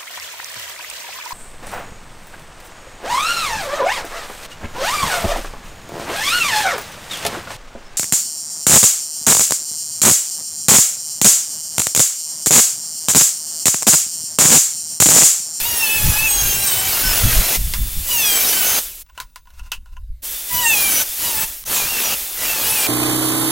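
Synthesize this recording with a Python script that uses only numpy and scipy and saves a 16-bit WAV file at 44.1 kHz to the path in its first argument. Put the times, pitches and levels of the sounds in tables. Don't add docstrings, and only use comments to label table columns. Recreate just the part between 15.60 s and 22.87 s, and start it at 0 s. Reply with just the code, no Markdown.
import sys
import numpy as np
from scipy import signal
from scipy.fft import rfft, irfft, next_fast_len
from scipy.io import wavfile
from scipy.ndimage import uniform_filter1d, map_coordinates

SR = 44100
rng = np.random.default_rng(int(sys.argv[2]) if len(sys.argv) > 2 else 0)


def put_to_file(sound):
    columns = np.atleast_2d(sound).T
    safe = np.clip(columns, -1, 1)
    whole_steps = np.round(safe * 32767)
    wavfile.write(sys.argv[1], SR, whole_steps.astype(np.int16))


N = 320607
T = np.arange(N) / SR
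TOP_HZ = 15850
BITE_S, LIFT_S = 0.084, 0.023

# bite and lift times in seconds, then base levels in dB, each at bite
CUTS = [(0.0, 1.985, -32.5, -29.5, -21.5, -21, -36, -38.5),
        (2.42, 3.21, -32.5, -28.5, -19, -19.5, -35.5, -37.5),
        (4.86, 5.446, -32.5, -30.5, -20.5, -19, -36.5, -38.5),
        (5.56, 5.86, -29.5, -31, -19.5, -20, -43, -36.5), (6.04, 6.56, -29, -29.5, -21, -22, -41, -41),
        (6.75, 7.3, -27, -30.5, -19.5, -22.5, -40, -36.5)]


def amp(db):
    return 10 ** (np.asarray(db) / 20)


def unit(x):
    return x / np.sqrt(np.mean(x ** 2) + 1e-20)


def along(points, hz):
    f, v = np.transpose(points)
    return np.interp(np.log(hz + 1), np.log(f + 1), v)


def curves(rows, outside=-120):
    s, *columns = np.transpose(rows)
    return np.array([np.interp(T, s, column, outside, outside) for column in columns])


def swell(start, end, edge):
    return np.clip(np.minimum(T - start, end - T) / edge + .5, 0, 1)


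def peaked(start, end, rise, fall):
    return -np.maximum(np.maximum((start - T) * rise, (T - end) * fall), 0)


def wobble(rate):
    knots = rng.standard_normal(int(N * rate / SR) + 4)
    return map_coordinates(knots, [T * rate])


def filtered(x, response):
    m = next_fast_len(len(x) + 8192)
    return irfft(rfft(x, m) * response(np.fft.rfftfreq(m, 1 / SR)), m)[:len(x)]


def modes(table):
    return lambda f: sum((-1) ** k * amp(db) * 1j * f * width / (centre ** 2 - f * f + 1j * f * width)
                         for k, (centre, width, db) in enumerate(table))


def rush(spectrum, patchy_db):
    z = signal.stft(rng.standard_normal(N), nperseg=512)[2]
    patches = uniform_filter1d(rng.standard_normal(z.shape), 6, 0)
    patches = uniform_filter1d(patches, 10, 1)
    x = signal.istft(z * amp(patchy_db * unit(patches)), nperseg=512)[1][:N]
    return unit(filtered(x, lambda hz: amp(along(spectrum, hz))))


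def wavering_sine(hz):
    wandering_hz = hz * (1 + 0.00069 * wobble(30))
    return np.sqrt(2) * np.sin(2 * np.pi * np.cumsum(wandering_hz) / SR)


def grinder():
    # time in seconds, mean turns a second in Hz.
    shaft_points = [
        [(0.0, 419.5), (0.07, 475.5), (0.105, 479.3), (0.215, 456), (0.279, 431.3), (0.369, 438.4),
         (0.404, 418.3), (0.464, 429.3), (0.534, 418), (0.654, 444.9), (0.698, 411.2), (0.808, 406.6),
         (0.838, 395.3), (0.868, 403), (0.968, 393.4), (1.028, 402), (1.137, 374), (1.287, 386.1),
         (1.372, 344.3), (1.442, 381.8), (1.487, 379.5), (1.546, 360), (1.606, 355.4), (1.741, 310.2),
         (1.831, 341), (1.926, 332)],
        [(2.434, 498.3), (2.529, 487), (2.649, 422.1), (2.699, 404.3), (2.754, 391.7), (2.844, 387),
         (2.898, 364.1), (2.958, 385), (3.068, 367.6), (3.198, 404.6)],
        [(4.884, 484), (4.919, 497), (5.014, 492.6), (5.054, 462.1), (5.098, 452.6), (5.163, 412.8),
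         (5.378, 371.1), (5.428, 381.2)],
        [(5.622, 493.3), (5.687, 482), (5.767, 428), (5.802, 441.5), (5.822, 433), (5.867, 453.6)],
        [(6.101, 438.4), (6.126, 438.4), (6.221, 398.7), (6.246, 397.5), (6.281, 462.8), (6.326, 465.8),
         (6.361, 441), (6.395, 446), (6.525, 395.2)],
        [(6.765, 496.4), (6.844, 492.5), (6.889, 446.2), (6.954, 442), (6.974, 425.5), (7.049, 408.8),
         (7.149, 444.5), (7.194, 399.6), (7.263, 398)],
    ]
    # frequency in Hz, relative spectral density in dB per Hz.
    rasp_colour = [(82, -43.5), (140, -19), (214, -8.5), (642, -7), (861, -6.5), (950, -7), (2190, -8),
                   (2710, -4.5), (3040, -8.5), (5940, -8.5), (7000, -8), (9100, -28), (15400, -120)]
    # frequency in Hz, relative spectral density in dB per Hz.
    hiss_colour = [(88, -50.5), (150, -22.5), (315, -13.5), (382, -12), (522, -12.5), (1050, -14),
                   (3460, -3.5), (3740, -5.5), (9900, 0), (11800, 2), (14900, 1.5), (15800, 0.5)]
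    steady = np.interp(T, *np.concatenate(shaft_points).T)
    rasp, hiss, whine = effort(steady)
    shaft = steady * (1 + .0033 * wobble(60))
    turn = 2 * np.pi * np.cumsum(shaft) / SR
    beat = 1 + 0.22 * np.sin(turn / 7.4)
    wheel = rasp * beat * rush(rasp_colour, patchy_db=1.7)
    fan_and_sparks = hiss * rush(hiss_colour, patchy_db=.9)
    return wheel + fan_and_sparks + shaft_orders(shaft, turn, whine) + sheet_roars()


def shaft_orders(shaft, turn, whine):
    # frequency in Hz, relative level in dB.
    whine_colour = [(700, -9.5), (2350, -4.5), (2850, 2), (3600, -5.5), (6500, -1.5), (10000, -3),
                    (15000, 3.5)]
    # start and end in seconds, order, level in dB before chatter.
    squeal_rows = [(0.0, 0.177, 6, -34), (0.043, 0.83, 2, -40), (0.06, 0.23, 14, -31),
                   (0.106, 0.698, 4, -38), (0.113, 0.267, 12, -30.5), (0.133, 0.23, 22, -29.5),
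                   (0.197, 0.39, 6, -22.5), (0.249, 0.354, 7, -32), (0.257, 0.44, 8, -34.5),
                   (0.261, 0.652, 24, -29), (0.39, 0.65, 14, -35), (0.39, 0.572, 6, -31.5),
                   (0.578, 0.69, 6, -22), (0.67, 0.964, 16, -24), (0.679, 0.768, 20, -22.5),
                   (0.684, 0.82, 8, -31.5), (0.691, 0.808, 7, -36), (0.815, 1.014, 18, -31.5),
                   (0.82, 1.02, 34, -31), (0.827, 1.05, 7, -34.5), (0.971, 1.1, 14, -31),
                   (0.998, 1.216, 22, -25), (1.02, 1.18, 10, -33.5), (1.08, 1.25, 8, -33.5),
                   (1.431, 1.533, 14, -28), (1.432, 1.591, 8, -35), (1.437, 1.536, 4, -28.5),
                   (2.473, 2.63, 30, -26.5), (2.508, 2.635, 6, -22.5), (2.64, 2.8, 6, -30),
                   (2.51, 2.6, 2, -38), (2.541, 2.71, 28, -31), (2.552, 2.709, 14, -27.5),
                   (2.6, 2.71, 12, -28.5), (2.611, 2.79, 8, -24.5), (2.663, 2.79, 20, -23),
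                   (2.69, 2.84, 16, -31), (2.875, 2.92, 16, -24), (2.902, 3.093, 8, -32),
                   (2.929, 3.104, 4, -34), (4.9, 5.02, 28, -30.5), (4.911, 5.067, 2, -28.5),
                   (4.933, 4.988, 24, -23.5), (4.961, 5.03, 26, -25), (4.892, 5.0, 4, -37.5),
                   (5.01, 5.129, 4, -27.5), (5.16, 5.34, 4, -39.5), (5.013, 5.195, 8, -29.5),
                   (5.016, 5.144, 16, -26.5), (5.048, 5.11, 18, -23.5), (5.05, 5.164, 14, -27.5),
                   (5.06, 5.19, 2, -37), (5.063, 5.142, 6, -16), (5.15, 5.299, 6, -24),
                   (5.151, 5.41, 30, -33.5), (5.156, 5.377, 26, -25), (5.185, 5.241, 38, -21.5),
                   (5.307, 5.425, 16, -24.5), (5.643, 5.86, 2, -39), (5.702, 5.841, 4, -39.5),
                   (5.764, 5.847, 6, -34), (5.78, 5.85, 18, -28.5), (6.135, 6.184, 18, -25),
                   (6.136, 6.2, 16, -26), (6.164, 6.26, 6, -33.5), (6.281, 6.414, 6, -31.5),
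                   (6.426, 6.49, 14, -27), (6.781, 7.0, 4, -39.5), (6.857, 6.95, 6, -28.5),
                   (7.047, 7.089, 7, -30), (7.087, 7.232, 24, -26.5), (7.1, 7.273, 6, -31),
                   (7.163, 7.27, 7, -33), (7.174, 7.266, 20, -30)]
    out = np.zeros(N)
    for k in range(2, 46):
        chatter = 4.65 * wobble(70)
        flare = 5 * np.tanh(wobble(18))
        colour = along(whine_colour, k * shaft) - 12.8 * (k % 2)
        level = whine * amp(colour + flare + chatter)
        squeal = sum(amp(db) * swell(start, end, .032)
                     for start, end, order, db in squeal_rows if round(order) == k)
        level = np.maximum(level, squeal * amp(0.66 * chatter))
        in_band = k * shaft < TOP_HZ
        out += np.sqrt(2) * level * in_band * np.sin(k * turn + 2 * np.pi * rng.random())
    return out


def sheet_roars():
    # start and end in seconds, centre in Hz, width of one band pass in Hz, level in dB.
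    roar_rows = [(3.055, 3.2, 6300, 400, -25), (6.5, 6.55, 2750, 400, -28), (6.058, 6.075, 6000, 600, -33)]
    out = np.zeros(N)
    for start, end, hz, width, db in roar_rows:
        band = modes([(hz, width, 0)])
        roar = unit(filtered(rng.standard_normal(N), lambda f: band(f) ** 2))
        out += amp(db) * swell(start, end, 0.017) * roar
    return out


def effort(shaft):
    # start, start of fading and end limit in seconds, fan hiss and idle
    # rasp levels in dB, loss of hiss while fading in dB a second.
    motor_rows = [(0.0, 3.0, 2.6, -25.5, -44.5, 60), (3.1, 3.19, 3.435, -23.5, -43, 53.5),
                  (4.619, 5.876, 6.045, -25, -42.5, 65), (6.049, 7.3, 7.4, -24.5, -39, 60)]
    rise_s, stop_s = 0.027, 0.015
    rasp_fades = 1.8
    idle_hz, full_sag_hz = 500, 140
    rasp_db_per_hz, hiss_db_per_hz, unsteady_db = 0.0416, .025, 1.12
    idle = np.full((2, N), -120.)
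    for start, fade_start, limit, hiss_db, rasp_db, fade_db in motor_rows:
        rise = (T - start) / rise_s + (start < rise_s)
        gate = np.clip(np.minimum(rise, (limit - T) / stop_s), 1e-6, 1)
        lost_db = fade_db * np.maximum(T - fade_start, 0)
        levels = [rasp_db - rasp_fades * lost_db, hiss_db - lost_db]
        idle = np.maximum(idle, 20 * np.log10(gate) + levels)
    sag = np.minimum(idle_hz - uniform_filter1d(shaft, SR // 8), full_sag_hz)
    (rasp, hiss), whine = idle, np.zeros(N)
    for start, end, *ends in CUTS:
        rasp_db, hiss_db, whine_db = (np.interp(T, [start, end], pair) for pair in np.reshape(ends, (-1, 2)))
        depth = bite(start, end)
        rasp = rasp + depth * (rasp_db + rasp_db_per_hz * sag - rasp)
        hiss = hiss + depth * (hiss_db + hiss_db_per_hz * sag - hiss)
        whine += depth ** 2 * amp(whine_db)
    unsteady = unsteady_db * wobble(12)
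    return amp(rasp + unsteady), amp(hiss + unsteady), whine


def bite(start, end):
    entering = (T - start) / BITE_S + (start < BITE_S)
    return np.clip(np.minimum(entering, (end - T) / LIFT_S), 0, 1)


def free_running_tones():
    # start and end in seconds, level in dB to which each tone's own is added.
    free_rows = [(2.001, 2.16, -46), (2.16, 2.45, -41.5), (4.68, 4.93, -44), (5.45, 5.623, -45),
                 (6.56, 6.8, -45)]
    # frequency in Hz, mean level in dB relative to the stretch.
    tone_rows = [(3542, -2), (12190, -4), (15720, 2)]
    # time in seconds, frequency in Hz, level in dB.
    coast_rows = [(3.21, 3560, -47), (3.27, 3520, -48), (3.3, 3050, -49), (3.345, 2200, -51)]
    free = sum(amp(db) * swell(start, end, .03) for start, end, db in free_rows)
    motor = sum(amp(db + 3.4 * wobble(40)) * wavering_sine(hz) for hz, db in tone_rows)
    coast_hz, coast_db = curves(coast_rows)
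    coast = amp(coast_db) * wavering_sine(np.abs(coast_hz))
    return free * motor + coast


def sheet_response(low, mid, high):
    # centre in Hz, width in Hz, relative level in dB.
    sheet_modes = [(998, 100, 2.5), (1059, 60, 2), (1420, 91, -2.5), (2625, 150, 2), (2930, 250, 1.5),
                   (3600, 170, -20), (4800, 300, -34.5), (6200, 400, -12.5)]
    # frequency in Hz, filter gain in dB before a common 9 dB lift.
    clatter_colour = [(180, -45), (300, -24), (798, -23), (1060, -13), (2120, -13), (2860, -16),
                      (3550, -12), (15800, -19)]
    bright = lambda hz: amp(along(clatter_colour, hz) + 9)
    ringing = filtered(low, modes(sheet_modes[:3])) + filtered(mid, modes(sheet_modes[3:]))
    return ringing + filtered(high, bright)


def knocks_and_click():
    # time in seconds, drive level in dB, upper modes and
    # treble in dB relative to it (a fixed trim is added to all three), time in seconds of a 60 dB decay,
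    # before the tail is cut short.
    burst_rows = [(2.137, -19.5, -13, 4, 0.18), (3.464, -48.5, -15, -7.5, 0.08),
                  (3.498, -34, -17, -21, 0.06), (3.551, -50, -12, -6, 0.095),
                  (3.577, -14.5, -21, -20, 0.12), (3.601, -15.5, -25, -8, 0.15),
                  (3.759, -24, -21, -8.5, 0.13), (3.855, -42.5, -15, -15, 0.11),
                  (3.872, -32, -19, -26.5, 0.084), (3.904, -36.5, -21, -14, 0.11),
                  (3.995, -27.5, -15, -16.5, 0.13), (4.118, -16, -1, -4, 0.17),
                  (4.259, -34, -18, -19, 0.11), (4.368, -28, -15, -26, 0.055), (6.039, -39, -4, 6, 0.03)]
    low, mid, high = np.zeros((3, N))
    t = T[:SR // 4]
    for s, db, ring_db, treble_db, t60 in burst_rows:
        fade = amp(-60 * t / np.clip(t60, .02, .4)) + 2.1 * amp(-60 * t / .012)
        fade *= np.clip((.085 - t) / 0.069, 0, 1)
        burst = fade * rng.standard_normal((3, len(t)))
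        first = round(s * SR)
        low[first:][:len(t)] += amp(db + 0.5) * burst[0]
        mid[first:][:len(t)] += amp(db + ring_db + 6.5) * burst[1]
        high[first:][:len(t)] += amp(db + treble_db + 1) * burst[2]
    return sheet_response(low, mid, high)


def dragging():
    # start and end in seconds, drive level in dB, treble in dB relative to it (before fixed gains).
    stroke_rows = [(3.492, 3.49, -55, -10), (3.552, 3.573, -59, 5), (3.66, 3.704, -68, 2.5),
                   (3.873, 3.93, -65, -4.5), (3.938, 3.99, -60.5, 7), (3.993, 4, -45, -11.5),
                   (4.035, 4.079, -55.5, -2), (4.262, 4.3, -60, -9), (4.324, 4.345, -64.5, -3),
                   (4.368, 4.368, -51, -25)]
    grip_db_per_s, slip_db_per_s, rest_db = 2500, 600, -75
    grains = unit(rng.standard_normal(N) * amp(3.6 * wobble(60)))
    strokes = [(db + peaked(start, end, grip_db_per_s, slip_db_per_s), treble_db)
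               for start, end, db, treble_db in stroke_rows]
    rustle = amp(rest_db) * swell(stroke_rows[0][0], stroke_rows[-1][1], .1)
    drag = (rustle + sum(amp(db) for db, _ in strokes)) * grains
    scratch = (rustle + sum(amp(db + treble_db) for db, treble_db in strokes)) * grains
    return sheet_response(amp(17.0) * drag, amp(10.5) * drag, amp(9.5) * scratch)


def air_and_thrum():
    # start and end in seconds, buffet level in dB, upper flutter in dB relative to it.
    puff_rows = [(0.0, 0.02, -34.5, -5), (0.438, 0.487, -19, -2.5), (0.554, 0.626, -26.5, -10),
                 (0.802, 0.835, -18.5, -18), (1.452, 1.472, -20, -3), (1.65, 1.68, -16.5, -8),
                 (1.77, 1.79, -20.5, -8), (1.99, 2.054, -19.5, -14.5), (2.118, 2.18, -23, -14),
                 (2.23, 2.27, -24, -11), (2.348, 2.406, -25, -12.5), (3.987, 4.18, -37, -21),
                 (4.253, 4.327, -39.5, -42), (4.4, 4.524, -30.5, -31.5)]
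    rise_db_per_s, fall_db_per_s = 350, 200.5
    draught_db, thrum_idle_db, thrum_cut_db = -45.5, -61.5, -43.5
    # (Hz, relative dB) colours
    deep_colour = [(4, -1.5), (15, 3.5), (40, 2.5), (80, -10.0), (130, -33.0), (250, -55.5), (20000, -120)]
    upper_colour = [(30, -12), (70, 1.5), (130, 1.5), (200, -6.5), (300, -18.5), (600, -59.0), (20000, -120)]
    puffs = [(db + peaked(start, end, rise_db_per_s, fall_db_per_s), upper_db)
             for start, end, db, upper_db in puff_rows]
    buffet = amp(draught_db) + sum(amp(db) for db, _ in puffs)
    cutting = sum(bite(start, end) for start, end, *_ in CUTS)
    thrum = amp(thrum_idle_db) + amp(thrum_cut_db) * cutting
    flutter = thrum + sum(amp(db + upper_db) for db, upper_db in puffs)
    lumps = amp(4.2 * np.tanh(wobble(30)))
    deep = unit(lumps * rush(deep_colour, patchy_db=0.45))
    upper = unit(lumps * rush(upper_colour, patchy_db=3.5))
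    return buffet * deep + flutter * upper


def shop():
    # frequency in Hz, relative spectral density in dB per Hz.
    shop_colour = [(120, -50.5), (200, -18), (245, -18.5), (527, -34.5), (567, -19), (774, -29),
                   (14200, -27), (15000, -22), (15800, -44)]
    # frequency in Hz, mean level in dB.
    hum_rows = [(3736, -82), (14944, -76)]
    hum = sum(amp(db + 2 * wobble(20)) * wavering_sine(hz) for hz, db in hum_rows)
    return amp(-65) * rush(shop_colour, patchy_db=3.5) + hum


def scene():
    tool = grinder() + free_running_tones()
    handling = knocks_and_click() + dragging()
    return np.tile(tool + handling + air_and_thrum() + shop(), (2, 1))


def record(dry):
    soft = dry / (1 + np.abs(dry / .8) ** 6) ** (1 / 6)
    return np.array([filtered(x, lambda hz: hz < TOP_HZ) for x in soft])


dry = scene()
out = record(dry)
put_to_file(out)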